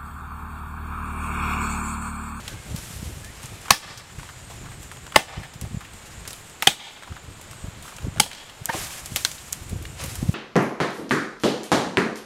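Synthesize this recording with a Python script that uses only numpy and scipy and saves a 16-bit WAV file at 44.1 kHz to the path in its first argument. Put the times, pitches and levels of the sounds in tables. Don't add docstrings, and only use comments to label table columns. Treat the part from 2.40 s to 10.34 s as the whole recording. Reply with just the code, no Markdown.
import sys
import numpy as np
from scipy import signal
from scipy.fft import rfft, irfft
from scipy.io import wavfile
from scipy.ndimage import uniform_filter1d

SR = 44100
rng = np.random.default_rng(int(sys.argv[2]) if len(sys.argv) > 2 else 0)


def how_loud(loudness_db):
    steps = np.asarray(loudness_db, float) / 20
    return 10 ** steps


def inscribe(sig):
    pcm = np.round(np.clip(np.atleast_2d(sig).T, -1, 1) * 32767)
    wavfile.write(sys.argv[1], SR, pcm.astype(np.int16))


N = 350154


def evened(x):
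    return x / np.sqrt(np.mean(x ** 2) + 1e-20)


def read(points, hz):
    f, value = np.transpose(points)
    return np.interp(np.log(hz + 1), np.log(f + 1), value)


def curve(rows):
    rows = np.array(rows)
    return np.interp(np.arange(N) / SR, rows[:, 0], rows[:, 1])


def add(mix, start_s, sound):
    part = mix[round(start_s * SR):][:len(sound)]
    part += sound[:len(part)]


def filtered(x, order, hz, kind="low"):
    return signal.lfilter(*signal.butter(order, hz, kind, fs=SR), x)


def coloured(x, points):
    gain = how_loud(read(points, np.fft.rfftfreq(len(x), 1 / SR)))
    return evened(irfft(rfft(x) * gain, len(x)))


def resonate(x, hz, width_hz):
    r = np.exp(-np.pi * np.clip(width_hz, 5, 40000) / SR)
    c = r * np.cos(2 * np.pi * hz / SR)
    return 2 * (1 - r) * signal.lfilter([1, -c], [1, -2 * c, r * r], x + 1e-18)


def band(hz, width_hz):
    once = resonate(rng.standard_normal(N), hz, width_hz)
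    return evened(resonate(once, hz, width_hz))


def drift(rate_hz):
    return evened(filtered(rng.standard_normal(N), 2, rate_hz))


def swell(top_s, length_s, level_db, rise_share, fall_db):
    late = (np.arange(0, N / SR + .002, .001) - top_s) / length_s
    away = np.where(late < 0, -late / rise_share, late / (1 - rise_share))
    return how_loud(2 * (level_db - fall_db * away))


def level(power):
    return np.interp(np.arange(N) / SR, np.arange(len(power)) / 1000, 10 * np.log10(power))


# pitch_hz, density_db_per_hz
CRACK = [(180, -11), (400, -4.5), (1100, 7.5), (2570, 7.5), (3130, 11.5), (3950, -1.5), (8790, 0.5),
         (16000, -18)]


def chop(blow_db, bite_s, crack_db, thump_db, modes, steel):
    skew_power = 0.92
    clean_push = 0.7
    jam_db = 2.5
    t = np.arange(16384) / SR
    sink = np.sin(np.pi * np.clip(t / bite_s, 0, 1) ** skew_power) ** 1.1
    sink += 0.19 * np.exp(-t / 0.0099) * (t > bite_s / 2)

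    ring = np.zeros(len(t))
    for hz, width_hz, db in modes:
        fibres = rng.standard_normal(len(t)) * width_hz / 350
        push_wave = clean_push * np.sin(2 * np.pi * (hz * t + rng.random()))
        ring += 0.12 * how_loud(db) * evened(resonate((fibres + push_wave) * sink, hz, width_hz))
    tear = 0.5 * how_loud(crack_db) * coloured(rng.standard_normal(len(t)), CRACK) * sink
    trunk = sum(0.87 * np.sin(2 * np.pi * hz * t) for hz in (147, 202.6))
    thump = how_loud(thump_db - 60 * t / 0.065) * trunk * np.minimum(t / 0.0052, 1) ** 2
    near = 0.15 * ring + tear + thump
    wedged = np.sin(np.pi * np.clip(t / (1.18 * bite_s), 0, 1) ** skew_power)

    blurred = np.zeros(len(t))
    for hz, width_hz, db in modes + steel:
        blurred += how_loud(db) * resonate(t == 0, hz, 1.1 * width_hz) / np.sqrt(width_hz)
    blurred = evened(blurred) + 0.5 * how_loud(crack_db) * coloured(np.arange(len(t)) == 150, CRACK)
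    return how_loud(blow_db) * how_loud(jam_db * wedged) * near, how_loud(blow_db) * evened(blurred) * np.std(near)


# start_s, blow_db, bite_s, crack_db, thump_db
CHOPS = [
    (1.3052, 2.5, 0.0053, -5.5, -15),
    (2.7584, -1, 0.007, -1.5, -11.5),
    (4.2702, -0.5, 0.007, -1, -15),
    (5.798, -4.5, 0.0073, -5.5, -10),
]
# pitch_hz, width_hz, level_db
WOOD = [
    [(1121, 530, 7), (802, 52, -3.5), (690, 310, -7.5), (1655, 230, -3.5), (1987, 530, -1.5),
     (2540, 440, 1), (3590, 640, -7), (4940, 1900, 4.5), (3200, 150, -13), (3830, 190, -4.5),
     (4400, 250, -4.5), (5066, 400, -5.5), (8750, 360, -2), (11780, 500, -5)],
    [(620, 170, 6.5), (869, 200, 2), (1100, 170, 5), (1770, 150, 3), (2045, 600, 8), (345, 130, -11),
     (2890, 710, 0.5), (4900, 500, -1), (3500, 400, -1.5), (6870, 560, -9), (8280, 250, -12),
     (8990, 550, -7), (213, 100, -11)],
    [(800, 110, 4), (402, 320, -5), (1624, 110, -4.5), (2435, 160, -2), (2950, 300, 0), (3266, 460, 5.5),
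     (3540, 220, 2.5), (7700, 400, -0.5), (4480, 190, -4), (6000, 350, -4.5), (5200, 410, -11),
     (8600, 300, -16), (1820, 420, -12), (11900, 600, -9)],
    [(845, 75, 4), (2100, 730, -2.5), (3100, 190, 3.5), (5000, 2100, 6.5), (6700, 790, 0), (8800, 1300, 7),
     (3300, 120, -11), (488, 130, -7.5), (350, 150, -9), (1600, 240, -9.5), (4450, 190, -4),
     (5270, 200, -13), (8000, 200, -5), (11000, 680, -6)],
]
# pitch_hz, width_hz, level_db
STEEL = [
    [(1760, 140, -2), (3320, 180, -5), (5200, 600, -6), (9500, 400, -5)],
    [(780, 100, 11), (2630, 160, -9), (3100, 220, -21), (4900, 200, -14)],
    [(2190, 80, 5), (3300, 200, -18), (3700, 150, -8), (6500, 300, 0)],
    [(3270, 170, 7), (4000, 150, 2), (4700, 200, -12), (8000, 300, -6)],
]


def axe():
    blows, echoes = np.zeros((2, N))
    for (start_s, *row), modes, steel in zip(CHOPS, WOOD, STEEL):
        near, blurred = chop(*row, modes, steel)
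        add(blows, start_s, filtered(near, 2, 95, "high"))
        add(echoes, start_s, signal.fftconvolve(blurred, yard()))
    return blows, echoes


# pitch_hz, t60_s
NEAR = [(150, 0.34), (800, 0.19), (3000, 0.23), (8000, 0.27), (15000, 0.19)]
# delay_s, level_db, spread_s, top_hz
ECHOES = [
    (0.031, -31.5, 0.018, 9300),
    (.08, -31.5, 0.26, 5500),
    (0.12, -37, 0.035, 4150),
    (0.163, -37, 0.048, 5200),
    (0.193, -37.5, 0.041, 4400),
    (.29, -44.5, .015, 3570),
    (.36, -62, 0.024, 2330),
    (0.487, -45.5, 0.014, 2200),
]


def yard():
    size = SR * 3 // 5
    t = np.arange(size) / SR
    _, frames_s, z = signal.stft(rng.standard_normal(size), SR, nperseg=128)
    t60_s = read(NEAR, np.fft.rfftfreq(128, 1 / SR))[:, None]
    tail = signal.istft(z * how_loud(-60 * frames_s / t60_s), SR, nperseg=128)[1][:size]
    tail *= np.minimum(t / 0.0084, 1)
    tail *= how_loud(-10) / np.linalg.norm(tail)
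    for delay_s, level_db, spread_s, top_hz in ECHOES:
        late = np.maximum(t - delay_s, 0) / spread_s
        scatter = rng.standard_normal(size) * late * np.exp(-3 * late)
        clump = filtered(scatter, 2, [450, top_hz], "band")
        tail += how_loud(level_db + 3.5) * clump / np.linalg.norm(clump)
    return tail


def tick(peak_db, hz, t60_s, wide_db):
    t = np.arange(2048) / SR
    body = resonate(rng.standard_normal(len(t)) * how_loud(-60 * t / t60_s), hz, 0.4 * hz)
    wide = coloured(rng.standard_normal(len(t)), CRACK) * how_loud(-60 * t / (0.84 * t60_s))
    sound = body / abs(body).max() + how_loud(wide_db) * wide / abs(wide).max()
    sound *= np.minimum(t / 0.0018, 1)
    return how_loud(peak_db) * sound / abs(sound).max()


# start_s, peak_db, pitch_hz
TICKS = [(1.254, -30.5, 1200), (1.281, -24.5, 1200), (1.574, -26.5, 5270), (1.888, -29, 1220),
         (2.099, -32, 560), (2.11, -35, 850), (2.236, -38, 1010), (2.256, -33.5, 1350), (2.284, -36, 1000),
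         (2.314, -35, 1600), (1.696, -37, 1280), (1.96, -36, 1620), (2.421, -45, 1530), (4.568, -35, 910),
         (4.995, -39, 918), (5.521, -33, 937), (5.617, -38, 1380), (2.7435, -22.5, 1280),
         (3.031, -28.5, 1770), (3.406, -28.5, 1150), (3.447, -33, 2190), (3.851, -31, 1630),
         (4.623, -32, 1180), (4.674, -32.5, 960), (4.722, -31.5, 1300), (4.765, -29.5, 1230),
         (5.451, -34, 1147), (5.478, -30, 1090), (6.979, -32.5, 3390)]
# start_s, peak_db, pitch_hz
TAPS = [(1.786, -31, 1440), (1.83, -26, 900), (2.519, -30.5, 1000), (2.665, -30, 1500),
        (2.721, -25.5, 1230), (5.13, -32, 1110), (5.269, -34, 700), (5.583, -27.5, 1080),
        (5.76, -29.5, 690), (5.771, -28, 869), (2.569, -31, 550), (1.796, -29, 1360), (4.633, -30, 1160),
        (5.948, -29, 4700), (5.781, -28, 1500), (5.861, -23, 680), (5.913, -26.5, 1740), (5.93, -26, 4080),
        (5.981, -34, 3020), (6.096, -31, 3000), (6.504, -30, 2500), (7.452, -24, 2100)]


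def chips():
    out = np.zeros(N)
    for rows, t60_s, wide_db in ((TICKS, 0.1, -10), (TAPS, 0.03, 0)):
        for start_s, peak_db, hz in rows:
            add(out, start_s, tick(peak_db, hz, t60_s, wide_db))
    return out


# start_s, peak_db, pitch_hz, rise_s, t60_s
CHUNK = [(6.283, -31, 700, 0.0044, 0.069), (6.286, -18.5, 1606, .007, .02),
         (6.291, -18, 918, 0.0054, 0.055), (6.29, -31, 2150, 0.004, .05), (6.294, -29, 517, 0.0038, .07),
         (6.296, -21.5, 1810, 0.0036, 0.037), (6.296, -33, 3070, .005, 0.05),
         (6.332, -26.5, 768, 0.0062, 0.1), (6.334, -33, 480, 0.0054, 0.055), (6.35, -40, 623, .005, .06),
         (6.337, -26, 1050, 0.0065, 0.046), (6.341, -30, 573, .005, .06), (6.343, -29, 328, 0.0065, 0.089),
         (6.36, -36, 397, 0.01, .09)]


def chunk():
    out, t = np.zeros(N), np.arange(6000) / SR
    for start_s, peak_db, hz, rise_s, t60_s in CHUNK:
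        rough = evened(resonate(rng.standard_normal(len(t)), hz, 350))
        note = np.sqrt(2) * np.sin(2 * np.pi * hz * t) + 0.53 * rough
        fade = how_loud(peak_db - 3 - 60 * np.maximum(t - rise_s, 0) / t60_s)
        add(out, start_s, fade * np.minimum(t / rise_s, 1) ** 2 * note)
    return out


# pitch_hz, density_db_per_hz
LEAVES = [(120, -24), (200, -13.5), (416, -11.5), (590, -5), (1870, -5.5), (2470, -4), (4430, -7),
          (7540, -3.5), (12800, -8.5), (16000, -23)]


def snap(peak_db, hz, second_hz, splinters_db):
    t = np.arange(6000) / SR
    width_hz = min(0.35 * hz, 2600)
    click = resonate(resonate(t == 0, hz, width_hz), hz, width_hz)
    click += 0.72 * resonate(resonate(t == 0, second_hz, width_hz), second_hz, width_hz)
    noise = rng.standard_normal(len(t))
    dull_hz = min(2 * 3.7 * max(hz, second_hz), 40000)
    splinters = resonate(coloured(noise, LEAVES), 0, dull_hz) / 2
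    trail = evened(splinters + 0.55 * evened(resonate(noise, hz, 2 * width_hz)))
    fade = how_loud(-60 * t / 0.026) + 0.26 * how_loud(-60 * t / 0.3)
    trail *= how_loud(splinters_db - 3.5) * fade * np.minimum(t / 0.0011, 1)
    return how_loud(peak_db) * (click / abs(click).max() + trail)


# start_s, peak_db, pitch_hz, second_hz, splinters_db
SNAPS = [(0.0793, -16, 3300, 8000, -9.5), (0.3628, -22, 8450, 4500, -10), (1.058, -20, 7350, 9000, -14),
         (3.2124, -20, 7700, 11900, -6.5), (3.876, -25, 6700, 10600, 2), (3.906, -24, 5500, 7000, -5),
         (3.9313, -18, 10000, 4000, -20), (4.2236, -9, 2030, 3500, -7), (6.2572, -4.5, 8000, 12400, -25),
         (6.659, -17, 7400, 10600, -9.5), (6.761, -6.5, 3100, 8800, -11), (6.761, -5, 11900, 6060, -15),
         (6.7665, -14.5, 5000, 7500, -6), (6.8493, -1.5, 4130, 6140, -14), (6.8505, -11.5, 1500, 3300, -25),
         (6.9154, -17, 6300, 3500, -11.5), (7.1254, -13, 7800, 13100, -25), (7.129, -4, 7000, 9900, -21),
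         (7.638, -18, 11100, 4300, -5.5), (7.755, -16.5, 8500, 11500, -9.5)]
# start_s, peak_db, pitch_hz
STEMS = [(0.846, -26.5, 7540), (1.031, -29, 10400), (1.214, -32, 9500), (2.43, -29.5, 10000),
         (2.516, -29.5, 9000), (3.137, -28.5, 5800), (3.535, -32, 9000), (4.097, -31, 9500),
         (3.9362, -31, 3500), (5.013, -29.5, 9900), (5.111, -28.5, 8000), (5.425, -29, 9500),
         (5.565, -27, 7000), (5.624, -36, 5000), (7.205, -48, 12400), (7.232, -36, 12500),
         (7.295, -26.5, 10000), (7.425, -29, 11500), (7.453, -42, 10000), (7.612, -24.5, 7000),
         (7.659, -22, 11500)]


def twigs():
    out = np.zeros(N)
    for start_s, *row in SNAPS:
        add(out, start_s, snap(*row))
    for start_s, peak_db, hz in STEMS:
        add(out, start_s, snap(peak_db, hz, 0.87 * hz, -6.5))
    return out


# start_s, peak_db, pitch_hz, t60_s
RINGS = [(1.3105, -15, 870, 0.022), (1.335, -23, 1760, .06), (1.335, -21, 5000, .03),
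         (2.764, -10, 870, 0.04), (2.7605, -19.5, 360, .04), (4.2725, -17, 14700, .012),
         (4.272, -9, 3700, .02), (2.7605, -13, 2310, .022), (2.791, -26, 2630, .06),
         (1.3075, -14, 1270, .018), (7.637, -32.5, 540, 0.1), (2.767, -25, 4930, .03),
         (4.2236, -21, 1290, 0.025), (4.2245, -24, 2900, .02), (4.2237, -22, 7800, .015),
         (4.2298, -20, 890, 0.023), (4.2778, -18, 823, 0.05), (4.2794, -20, 3250, .04),
         (4.2787, -12.5, 2480, 0.045), (4.2785, -22, 3500, 0.036), (6.7607, -21.5, 2080, 0.03),
         (6.7607, -25, 3750, .03), (6.7611, -17, 7440, .012), (6.7687, -20, 7000, .012),
         (6.851, -30, 1530, 0.038), (6.8496, -19.5, 3410, .025), (6.85, -17, 4290, 0.022),
         (6.8502, -16, 5570, .025), (6.8494, -17, 8150, 0.014), (6.855, -27, 1980, 0.028)]
# start_s, peak_db, pitch_hz
CLICKS = [(0.3628, -27, 14500), (0.3632, -27, 5600), (2.5152, -24, 1760), (2.515, -29, 3200),
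          (2.563, -34, 1700), (2.678, -31, 1000), (4.219, -31, 4200), (4.2238, -12, 12700),
          (6.3345, -26, 2500), (4.7225, -31, 1400), (4.2245, -19, 15200), (4.6245, -31, 2200),
          (4.6348, -32, 2000), (4.6435, -31, 1500), (4.7665, -29, 1900), (4.777, -32, 1500),
          (6.8492, -16, 9800), (6.8492, -18, 12800), (1.486, -26, 1780), (2.939, -30, 1200)]


def rings():
    out, t = np.zeros(N), np.arange(14000) / SR
    cracks = [(start_s, peak_db, hz, 11 / hz) for start_s, peak_db, hz in CLICKS]
    for start_s, peak_db, hz, t60_s in RINGS + cracks:
        fade = how_loud(peak_db - 60 * t / np.maximum(t60_s, .003))
        add(out, start_s, fade * np.sin(2 * np.pi * hz * t))
    return out


# top_s, length_s, level_db, low_part_db
MOVES = [(0.01, 0.83, -55.5, 8), (0.39, 0.56, -46.5, -1.5), (0.54, 0.38, -50, -11), (1.04, 0.65, -53, 6),
         (1.802, 0.51, -56, 8), (2.108, .1, -54.5, 6), (2.288, 0.22, -73, 14), (2.443, 0.19, -57.5, -14),
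         (3.66, 0.41, -57.5, 6), (3.95, 0.17, -54, -15), (4.65, 0.089, -69, 8), (4.747, 0.18, -66, 12),
         (5.03, 0.13, -72, -7), (5.486, 0.15, -59.5, 6), (5.446, 0.18, -53, -15),
         (6.335, 0.098, -49.5, 15.5), (6.382, 0.4, -40, 1), (6.507, 0.19, -48, -1), (6.79, 0.37, -44, -22),
         (7.093, 1, -55, 2.5), (7.602, 0.14, -53, 16), (7.696, 0.4, -46, 0), (7.878, .3, -54.5, -11)]


def rustle():
    rise_share, fall_db, still_db = 0.22, 13, -60.5
    sizes_db = 1.5 * np.minimum(rng.exponential(1, N // 16 + 1), 5)
    grains = rng.standard_normal(N) * how_loud(sizes_db.repeat(16)[:N])
    leaves = coloured(grains, LEAVES)
    low = filtered(leaves, 1, 3500)
    high_power = low_power = how_loud(2 * still_db)
    for top_s, length_s, level_db, low_part_db in MOVES:
        high_power = high_power + swell(top_s, length_s, level_db, rise_share, fall_db)
        low_power = low_power + swell(top_s, length_s, level_db + low_part_db, rise_share, fall_db)
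    flutter = how_loud(7.5 + 1.3 * drift(15.5))
    return flutter * (how_loud(level(high_power)) * (leaves - low) + how_loud(level(low_power)) * low)


# time_s, level_db
WIND = [(0, -42.5), (.5, -43.5), (1, -47.5), (1.4, -51.5), (1.7, -50), (2.1, -44), (2.6, -46), (2.92, -51),
        (3.45, -49), (3.8, -46.5), (4.3, -55.5), (4.62, -63), (5.05, -48), (5.5, -51.5), (6.1, -58),
        (6.9, -50), (7.5, -40.5), (7.94, -46)]
# pitch_hz, density_db_per_hz
GUST = [(8.8, -52), (15, -7), (53, 1.5), (119, 1.5), (167, -5.5), (231, -12.5), (275, -15.5), (329, -16.5),
        (700, -32.5), (910, -53), (1540, -120)]
# top_s, length_s, level_db
GUSTS = [(0.135, 0.12, -31.5), (0.322, 0.24, -31.5), (0.56, 0.064, -46), (0.66, 0.52, -35.5),
         (1.047, 0.041, -35), (1.123, 0.11, -35.5), (1.46, .06, -43), (1.556, 0.31, -44),
         (1.78, 0.21, -36.5), (2.27, 0.36, -39), (2.477, 0.056, -41), (2.745, 0.068, -57),
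         (2.985, 0.12, -30.5), (3.242, 0.25, -34.5), (3.333, 0.1, -37), (3.538, 0.081, -38),
         (3.817, 0.14, -40.5), (4.716, .12, -35), (4.884, 0.19, -37), (5.241, 0.05, -27.5),
         (5.38, .15, -41), (5.652, 0.15, -28.5), (5.783, 0.084, -28), (6.217, 0.11, -46),
         (6.4, 0.27, -39.5), (6.716, 0.23, -37.5), (7.217, 0.053, -33.5), (7.345, 0.23, -28.5),
         (7.637, 0.15, -30.5), (7.84, 0.34, -29.5)]
# start_s,
# peak_db, pitch_hz
POPS = [(0.56, -27, 71), (1.78, -25.5, 99.5), (2.973, -18.5, 109), (3.219, -22, 131), (3.236, -19, 105),
        (3.307, -27, 142), (3.341, -16.5, 133), (3.367, -19, 114), (5.239, -28, 147), (5.279, -23.5, 108),
        (5.644, -22, 102), (5.678, -18, 128), (6.214, -28, 99), (6.715, -27, 154), (6.742, -25.5, 94.5),
        (7.623, -26, 84), (7.659, -28, 84), (7.783, -22, 80.7), (7.824, -14, 193), (7.888, -6, 120),
        (0.341, -19, 135), (0.624, -22.5, 154), (3.154, -30, 116), (3.709, -41, 99), (5.109, -37, 99),
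         (5.665, -21, 243), (6.29, -26.5, 170), (6.345, -26, 149), (6.629, -32.5, 83), (7.326, -17.5, 131)]


def push(phase):
    return (1 - 2 * phase ** 2) * np.exp(-phase ** 2)


def wind():
    lumps = coloured(rng.standard_normal(N), GUST)
    lumps /= np.sqrt(abs(uniform_filter1d(lumps ** 2, size=2600)) + 0.19)
    gusts = sum(swell(*row, 0.4, 17.5) for row in GUSTS)
    power = how_loud(2 * curve(WIND)) + how_loud(2 * level(gusts + 1e-12))
    force_db = np.minimum(10 * np.log10(power), -27)
    reach = evened(filtered(rng.standard_normal(N), 2, [180, 550], "band"))
    reach_db = 0.5 * (force_db + 37) - 17.5
    out = how_loud(force_db + 2.46 * drift(24)) * (evened(lumps) + how_loud(reach_db) * reach)
    for start_s, peak_db, hz in POPS:
        phase = np.pi * np.arange(-600, 600) / SR * hz
        eddy = push(phase) + 0.12 * push(3.7 * phase - 1.5)
        add(out, start_s - .008, how_loud(peak_db) * eddy * rng.choice([-1, 1]))
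    return filtered(out, 2, 35, "high")


# pitch_hz, width_hz, level_db
INSECTS = [(7000, 600, -58), (7700, 1500, -57.5), (8080, 600, -61)]
# time_s, level_db
CHORUS = [(0, -1), (.7, -4), (1.4, -1), (2, 1), (2.6, -1), (3, -2), (3.6, 0.5), (4.2, -3), (4.5, -3),
          (5.1, -0.5), (5.7, -2), (6.1, -7), (6.9, 0), (7.4, -0.5), (7.94, -7)]
# pitch_hz, width_hz, level_db
CRICKETS = [
    (7270, 170, -55),
    (8270, 150, -55),
]
# time_s, chirps_so_far
CHIRPS = [
    [(0, -7.3), (1.73, 0), (3.38, 7), (4.55, 13), (5.27, 16), (7.25, 25), (7.94, 28)],
    [(0, -6.8), (.78, -4), (1.82, 0), (3.8, 8), (4.64, 11), (5.49, 14), (6.21, 17), (7.94, 23.5)],
]


def insects():
    out, chorus_db = np.zeros(N), curve(CHORUS)
    for hz, width_hz, level_db in INSECTS:
        out += how_loud(level_db + chorus_db + 2.5 * drift(4.5)) * band(hz, width_hz)
    for (hz, width_hz, level_db), chirps in zip(CRICKETS, CHIRPS):
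        uneven = how_loud(level_db + chorus_db + 1.5 * drift(3.2))
        trill = band(hz, width_hz)
        trill /= np.sqrt(uniform_filter1d(trill ** 2, size=1500) + .1)
        out += uneven * trill * np.cos(np.pi * curve(chirps)) ** 4
    return out


# start_s, length_s, from_hz, to_hz, level_db
BIRD = [(.09, 0.055, 1520, 1580, -50), (.1, .03, 1670, 1700, -52), (.165, 0.04, 1600, 1670, -53),
        (.2, .09, 1610, 1570, -59), (.16, 0.05, 2140, 2180, -53), (.815, .075, 1690, 1830, -50),
        (.875, .045, 1810, 2120, -50)]


def bird():
    out = np.zeros(N)
    for start_s, length_s, from_hz, to_hz, level_db in BIRD:
        u = np.arange(0, 1, 1 / (length_s * SR))
        hz = from_hz + (to_hz - from_hz) * u ** 2
        note = np.sin(2 * np.pi * np.cumsum(hz) / SR) * np.sin(np.pi * u)
        add(out, start_s, how_loud(level_db + 4) * note)
    return out


# pitch_hz, density_db_per_hz
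AIR = [(59, 1), (100, -2), (140, 1), (244, -2), (1550, -4.5), (3400, -8), (4980, -14.5), (6020, -18.5),
       (7140, -11), (12700, -75), (14700, -42), (16000, -54)]


def fields():
    return how_loud(-47 + 0.5 * drift(0.27)) * coloured(rng.standard_normal(N), AIR)


def scene():
    blows, echoes = axe()
    small = chips() + chunk()
    echoes += 0.64 * signal.fftconvolve(small, yard())[:N]
    near = blows + small + twigs() + rings() + rustle()
    return (near + echoes + insects() + bird() + fields() + wind())[None]


def band_limit(x):
    return signal.sosfilt(signal.butter(12, 15880, fs=SR, output="sos"), x)


def record(dry):
    power_db = 10 * np.log10(signal.lfilter(np.ones(256) / 256, 1, dry[0] ** 2) + 1e-12)
    back_db = np.arange(N) * 8.3 / SR
    held_db = np.maximum.accumulate(power_db + back_db) - back_db
    over_db = np.maximum(held_db + 8.5, 0)
    ducked = dry / how_loud(0.5 * signal.lfilter(np.ones(1024) / 1024, 1, over_db))
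    clipped = np.clip(ducked, -.97, .97)
    leak = how_loud(-20)
    steep = signal.oaconvolve(clipped, signal.firwin(301, 15860, fs=SR)[None], "same")
    finished = leak * filtered(clipped, 8, 16600) + (1 - leak) * steep
    return band_limit(finished)


dry = scene()
out = record(dry)
inscribe(out)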